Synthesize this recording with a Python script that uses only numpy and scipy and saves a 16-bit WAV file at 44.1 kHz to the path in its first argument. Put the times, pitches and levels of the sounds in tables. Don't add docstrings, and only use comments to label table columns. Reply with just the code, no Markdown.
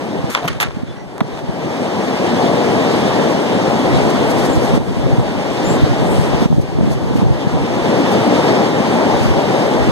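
import sys
import numpy as np
from scipy import signal
from scipy.fft import rfft, irfft, next_fast_len
from scipy.io import wavfile
from scipy.ndimage import uniform_filter1d, map_coordinates

SR = 44100
rng = np.random.default_rng(int(sys.argv[2]) if len(sys.argv) > 2 else 0)


def waveform_to_disk(signal):
    frames = np.transpose(np.atleast_2d(signal))
    scaled = np.clip(frames, -1, 1) * 32767
    samples = np.round(scaled).astype(np.int16)
    wavfile.write(sys.argv[1], SR, samples)


N = 437031
TIME = np.arange(N) / SR


def amp(db):
    return 10 ** (np.asarray(db) / 20)


def unit(x):
    return x / np.sqrt(np.mean(x ** 2) + 1e-20)


def along(points, hz):
    f, v = np.transpose(points)
    return np.interp(np.log(hz + 1), np.log(f + 1), v)


def curve(points):
    s, v = np.transpose(points)
    return np.interp(TIME, s, v)


def wobble(rate):
    knots = rng.standard_normal(2000)
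    return map_coordinates(knots, [TIME * min(rate, 190)])


def filtered(x, response):
    m = next_fast_len(N + 8192)
    hz = np.fft.rfftfreq(m, 1 / SR)
    return irfft(rfft(x, m) * response(hz), m)[..., :N]


def patchy_noise(spread_db):
    z = signal.stft(rng.standard_normal((2, N)), nperseg=512)[2]
    field = rng.standard_normal(z.shape[1:])
    for axis in (0, 1):
        field = uniform_filter1d(field, size=8, axis=axis)
    return signal.istft(z * amp(spread_db * unit(field)), nperseg=512)[1][:, :N]


def roar(level_db, lag_s=0.00026, pan_db=-2.5):
    # (frequency [Hz], level [dB per Hz])
    branches = [(25, -21), (60, -19), (110, -3.5), (185, 0), (260, 0), (360, -3.5), (520, -6), (700, -9),
                (840, -10), (1050, -15.5), (1200, -20), (1450, -26.5), (1850, -20), (2400, -30.5),
                (4000, -99)]
    # (frequency [Hz], coherence [0-1])
    likeness = [(60, 0.99), (130, 1), (300, 1), (500, 0.94), (800, 0.8), (1200, 0.32), (1850, 0.89)]

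    def mid_and_side(hz):
        angle = np.arccos(np.clip(along(likeness, hz), 0, 1)) / 2
        return amp(along(branches, hz)) * [np.cos(angle), np.sin(angle)]

    def arrival(hz):
        return np.exp(1j * np.pi * hz * lag_s * np.array([[1], [-1]]))

    mid, side = filtered(patchy_noise(spread_db=0.98), mid_and_side)
    pair = unit(filtered(np.array([mid + side, mid - side]), arrival))
    balance_db = np.array([[pan_db], [-pan_db]]) / 2
    return pair * amp(level_db + 0.5 + 0.54 * wobble(5.6) + balance_db)


def dips():
    # (time [s], depth [dB] before the two exponentials shape it)
    drops = [(.3, 11), (.49, 6.5), (.64, 3.5), (0.809, 3), (1.21, 1), (1.4, 4), (4.777, 11.5), (6.459, 12),
             (6.56, 1), (6.7, 1), (6.93, 2.5), (7.22, 3)]
    fall_s, return_s = 0.0086, 0.6
    start, depth_db = np.array(drops).T
    after = np.maximum(TIME - start[:, None], 0)
    return -depth_db @ (np.exp(-after / return_s) - np.exp(-after / fall_s))


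def add_eddies(out, eddies, turns):
    t = np.arange(-900, 900) / SR
    phases = rng.uniform(0, 2 * np.pi, len(eddies))
    for (s, db, hz, port), phase in zip(eddies, phases):
        bell = np.exp(-.5 * (t * hz / turns) ** 2)
        swing = bell * np.cos(2 * np.pi * hz * t + phase)
        out[int(port > .5), round(s * SR) - 900:][:len(t)] += amp(db) * swing


def buffet(level_db):
    # (time [s], envelope peak [dB], pitch [Hz], port [0 left, 1 right])
    thumps = [(0.771, -10, 190, 1), (0.835, -7.9, 204, 1), (1.217, -0.1, 195, 1), (4.738, -0.7, 180, 1),
              (4.778, 0.6, 246, 1), (5.187, 1.5, 143, 1), (5.716, -5, 140, 1), (5.835, -2.1, 130, 1),
              (6.184, -0.8, 133, 1), (6.197, 0, 128, 0), (6.424, 0.2, 220, 1), (6.459, 1.6, 183, 1),
              (6.506, -2.6, 173, 0), (6.53, 1.1, 168, 1), (6.545, -6, 190, 1), (6.584, -1, 230, 0),
              (6.789, 0, 175, 1), (6.812, -4, 183, 1), (6.835, -0.7, 195, 1), (6.877, -2, 250, 1),
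              (6.887, -5, 180, 1), (7.111, -3, 280, 1), (7.157, 0, 210, 1), (7.187, -5, 190, 1),
              (7.223, -1, 200, 1), (7.23, -3, 260, 0), (7.473, -0.5, 180, 0)]
    # (time [s], envelope peak [dB])
    snaps = [(4.776, -6), (5.77, -4), (6.457, -7), (6.527, -5), (6.787, -8), (6.811, -6)]
    # (frequency [Hz], level [dB per Hz])
    turbulence = [(20, -19), (35, -23), (60, 3.5), (90, -3.5), (130, 4.5), (180, -2), (250, -13), (350, -8),
                  (600, -17), (1200, -45), (4000, -120)]
    snap_hz = 630
    lumps = amp(6.4 * np.array([wobble(45), wobble(45)]) + 1.8 * wobble(9))
    pressure = lumps * rng.standard_normal((2, N))
    out = amp(level_db) * unit(filtered(pressure, lambda hz: amp(along(turbulence, hz))))
    add_eddies(out, thumps, turns=.45)
    add_eddies(out, [(s, db, snap_hz, 1) for s, db in snaps], turns=.33)

    when, size, pitch, port = rng.uniform(.05, .95, (40, 4)).T
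    peak_db = level_db[(when * N).astype(int)] + 12 * (.5 + size)
    chance_hz = 170 * (.5 + pitch) ** .5
    add_eddies(out, np.c_[when * N / SR, peak_db, chance_hz, port], turns=.45)
    return out


def hiss(level_db):
    # (frequency [Hz], level [dB per Hz])
    snow = [(500, -22), (1100, 2.5), (1900, -0.5), (2700, 0.5), (3600, -1), (4100, -5.5), (5000, -5),
            (6500, -11.5), (8000, -16), (10000, -23), (12000, -29), (15000, -29)]
    pair = unit(filtered(patchy_noise(spread_db=1.0), lambda hz: amp(along(snow, hz))))
    return pair * amp(level_db + 0.66 * wobble(9) + 0.55 * wobble(35))


def puffs(buffet_db):
    # (time of peak [s], length [s], rms level at peak [dB])
    handfuls = [(4.105, 0.0099, -31), (4.31, 0.023, -31), (4.395, 0.034, -35), (4.458, 0.025, -32),
                (4.558, 0.029, -36), (4.65, 0.049, -36), (4.758, .02, -40), (6.424, 0.037, -42),
                (6.618, 0.015, -45), (6.924, .04, -39), (7.168, 0.033, -42), (8.125, 0.035, -36),
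                (9.24, .06, -39)]
    spray_db = -35
    swell = np.zeros(N)
    for s, length, db in handfuls:
        swell += amp(db) * np.exp(-.5 * np.minimum(((TIME - s) / length * 2.5) ** 2, 99))

    def bright(hz):
        return (hz / 5000) ** 2 / (1 + (hz / 5000) ** 4.2)

    flakes = unit(filtered(rng.standard_normal((2, N)), bright))
    return (swell + amp(buffet_db + spray_db)) * flakes


def whistle(roar_db):
    # (start [s], length [s], pitch when fully locked [Hz], rms when locked [dB])
    locks = [(4.48, .044, 7370, -35), (4.503, .031, 8150, -35), (4.515, .04, 7270, -34),
             (5.635, 0.092, 7160, -29.5), (5.699, 0.052, 7230, -31), (5.74, 0.035, 7500, -33)]
    # (frequency [Hz], level [dB per Hz])
    sizzle = [(4500, -30), (6300, -14), (7200, 1), (7700, 4), (8400, 6), (9700, -7), (11000, -5),
              (15000, -20)]
    # (time of peak [s], half width to 1/e [s], rise [dB])
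    swells = [(4.45, 0.59, 4.5), (5.7, .07, 10), (6.16, 0.12, 12)]
    full_wind_db, growth = -43.5, 0.77
    lock_s = 0.014
    sharpening, waver = 0.11, .01
    level_db = full_wind_db + growth * (roar_db - roar_db.max())
    for s, width, db in swells:
        level_db = level_db + db * np.exp(-((TIME - s) / width) ** 2)
    noise = unit(filtered(rng.standard_normal(N), lambda hz: amp(along(sizzle, hz))))
    out = noise * amp(level_db + 1.2 * wobble(25))
    for s, length, hz, db in locks:
        lock = np.clip(np.minimum(TIME - s, s + length - TIME) / lock_s, 0, 1)
        bend = 1 + sharpening * (1 - lock) ** 2 + waver * wobble(50) + 0.0051 * wobble(180)
        tone = np.sin(2 * np.pi * np.cumsum(hz * bend) / SR)
        out += np.sqrt(2) * amp(db + 2.3 * wobble(150)) * lock ** 2 * tone
    return out * np.array([[1], [0]])


def latch():
    # (time [s], force [dB], 60 dB decay [s], treble re force [dB], knock re force [dB])
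    contacts = [(0.3494, -6.5, 0.0074, -5, -12), (0.3523, -22, .012, -12, 1),
                (0.3565, -25, 0.012, -20, 10.5), (0.3597, -26, 0.013, -20, 7), (0.3752, -27, 0.01, -15, 9),
                (.4315, -33, .005, -12, 0), (0.455, -34, 0.01, -6, 5), (0.4633, -40, 0.013, -20, 13),
                (0.478, -20, 0.006, 5, -14), (.53, -30, 0.012, -15, -5), (0.6007, -19, 0.008, 1, -3),
                (.6022, -19, .007, 2, 0), (0.6038, -29, .012, 16, -10), (0.6078, -29, 0.011, -2, -1),
                (.6193, -24, 0.011, 0, -2), (0.6232, -20, .008, -4, -12), (.6275, -19, 0.011, -4, 1),
                (0.6313, -23, .012, -2, 10), (0.6362, -27, 0.014, -2, 2.5), (.648, -30, .006, -8, 8),
                (.672, -36, .01, -10, 13), (.708, -40, .012, -12, 12), (.717, -45, .008, -12, 12),
                (1.181, -36, 0.003, 13, 7), (1.2059, -19.5, 0.0036, -2, 7),
                (1.209, -26.5, 0.0098, -12, 11.5), (1.213, -35, .005, -20, -9), (1.375, -35, 0.004, -4, 15),
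                (1.3912, -39, 0.008, 10, 17)]
    # (start [s], length [s], force [dB], treble re force [dB], knock re force [dB])
    scrapes = [(0.298, 0.055, -42, 19, -12), (0.362, 0.051, -42.5, -20, 12.5), (0.441, 0.019, -43, -20, 15),
               (0.48, 0.009, -22.5, 12, -15), (0.601, 0.041, -27, 12, 0)]
    # (frequency [Hz], width [Hz], relative level [dB])
    resonances = [(1230, 760, 5.5), (1990, 750, 10), (2650, 820, 7.5), (3180, 650, 6.5), (3610, 730, 0),
                  (6350, 1400, -11)]
    push = 6
    turn_s = 1.0
    t = np.arange(SR // 8) / SR
    grit = amp(22 * uniform_filter1d(rng.standard_normal(len(t)), size=36))
    bursts = [(s, amp(db - 60 * t / t60), *rest) for s, db, t60, *rest in contacts]
    for s, length, db, *rest in scrapes:
        hold = np.clip(np.minimum(t / 0.0016, (length - t) / 0.011), 0, 1)
        bursts.append((s, grit * amp(db) * hold, *rest))

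    ring, knock, bright = np.zeros(N), np.zeros(N), np.zeros((2, N))
    for s, shape, treble_db, knock_db in bursts:
        at = slice(round(s * SR), round(s * SR) + len(t))
        force = shape * rng.standard_normal((4, len(t)))
        force[:, 0] = push * shape[0]
        ring[at] += force[0]
        knock[at] += amp(knock_db) * force[1]
        bright[:, at] += amp(treble_db) * force[2:]

    def mode(f, hz, width):
        return 1j * f * width / (hz * hz - f * f + 1j * f * width)

    def metal(f):
        modes = sum((-1) ** k * amp(db) * mode(f, hz, width) for k, (hz, width, db) in enumerate(resonances))
        return modes / (1 + 1j * f / 7000)

    def panel(f):
        return mode(f, 770, 720) / (1 + 1j * f / 2500) ** 2

    def edge(f):
        return (1j * f / 4000 / (1 + 1j * f / 4000)) ** 2 / (1 + 1j * f / 9000) ** 3

    left = amp(10.5) * filtered(ring, metal) - amp(14.5) * filtered(knock, panel)
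    late = np.where(TIME < turn_s, np.roll(left, shift=12), np.roll(left, shift=3))
    return np.array([left, amp(2.5) * late]) + filtered(bright, edge)


def seal():
    # (start [s], time from start to decay [s], rms level while held [dB])
    rubs = [(0.291, 0.088, -32), (0.344, 0.125, -37), (0.474, .02, -29), (.5, .1, -41), (0.6, 0.033, -27),
            (.64, .04, -39), (.7, .3, -44)]
    # (frequency [Hz], level [dB per Hz])
    rasp = [(400, -16), (1100, 8.5), (2200, 5.5), (3500, -1), (6000, -8.5), (10000, -18), (15000, -44)]
    rise_s, t60_s = .004, .17
    shape = np.zeros(N)
    for s, hold, db in rubs:
        decay_db = 60 * np.maximum(TIME - s - hold, 0) / t60_s
        shape += amp(db - decay_db) * np.clip((TIME - s) / rise_s, 0, 1)
    noise = unit(filtered(rng.standard_normal((2, N)), lambda hz: amp(along(rasp, hz))))
    return shape * amp(2.2 * wobble(150.2)) * noise


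def hinge():
    # (start [s], length [s], pitch [Hz], peak level before the slipping [dB])
    partials = [(.41, .068, 700, -26), (.43, .055, 157, -17), (.477, .005, 2720, -20),
                (.479, .014, 3070, -24), (.872, .06, 3460, -46), (.885, .05, 5250, -53),
                (.945, .11, 1980, -46), (.955, .1, 5780, -54), (2.0, .03, 5500, -40)]
    out = np.zeros((2, N))
    for s, length, hz, db in partials:
        u = np.arange(round(length * SR)) / SR
        drift = np.cumsum(rng.standard_normal(len(u))) * .06
        swell = np.sin(np.pi * u / length) ** 0.7
        out[:, round(s * SR):][:, :len(u)] += amp(db) * swell * np.sin(2 * np.pi * hz * u + drift)
    return out * amp(2.5 * wobble(120))


def scene():
    # (time [s], roar level [dB])
    wind = [(0, -21), (.27, -21.5), (.47, -16), (1.0, -22.5), (1.7, -13.5), (2.2, -12.5), (2.75, -11),
            (3.6, -13.5), (3.97, -13), (4.44, -12.5), (4.55, -15), (5.0, -11.5), (5.35, -14.5),
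            (5.75, -12.5), (6.2, -15), (6.45, -15), (7.6, -13), (8.0, -10.5), (8.5, -10.5), (8.72, -13.5),
            (8.95, -11.5), (9.36, -14), (9.58, -12.5), (9.91, -13.5)]
    # (time [s], buffet rms level [dB])
    gusts = [(0, -40), (.3, -26), (.42, -46), (.53, -27), (.8, -25), (1.06, -38.5), (1.5, -26), (1.75, -70),
             (3.2, -37), (3.8, -39), (3.97, -13), (4.1, -28), (4.8, -20.5), (5.27, -19), (5.45, -35),
             (5.8, -19.5), (6.4, -21), (6.56, -12), (6.68, -22), (6.85, -18.5), (7.15, -15.5), (7.6, -25),
             (8.0, -26), (8.5, -63), (8.9, -49), (9.28, -13.5), (9.5, -36), (9.91, -18)]
    roar_db = curve(wind) + dips()
    buffet_db = curve(gusts)
    hiss_db = roar_db - 14.5
    air = roar(roar_db) + buffet(buffet_db) + hiss(hiss_db) + puffs(buffet_db) + whistle(roar_db)
    return air + latch() + seal() + hinge()


def record(dry):
    # (frequency [Hz], share of the other port taken away [0-1])
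    crossfeed = [(100, 0.82), (300, 0.54), (1500, 0.56), (9000, 0.38), (11000, 0.75)]
    delay_s, top_hz = 17 / 44100, 15650

    def late_share(hz):
        return np.clip(along(crossfeed, hz), 0, .95) * np.exp(-2j * np.pi * hz * delay_s)

    def band_limit(hz):
        fade_db = np.interp(hz, [14600, 15250, 15450, 15600], [0.5, -9, -10, -30])
        return amp(fade_db) * (hz < top_hz)

    wide = dry - filtered(dry[::-1], late_share)
    overloaded = wide / (1 + np.abs(wide / 1.05) ** 5) ** (1 / 5)
    return np.clip(filtered(overloaded, band_limit), -1, 1)


dry = scene()
out = record(dry)
waveform_to_disk(out)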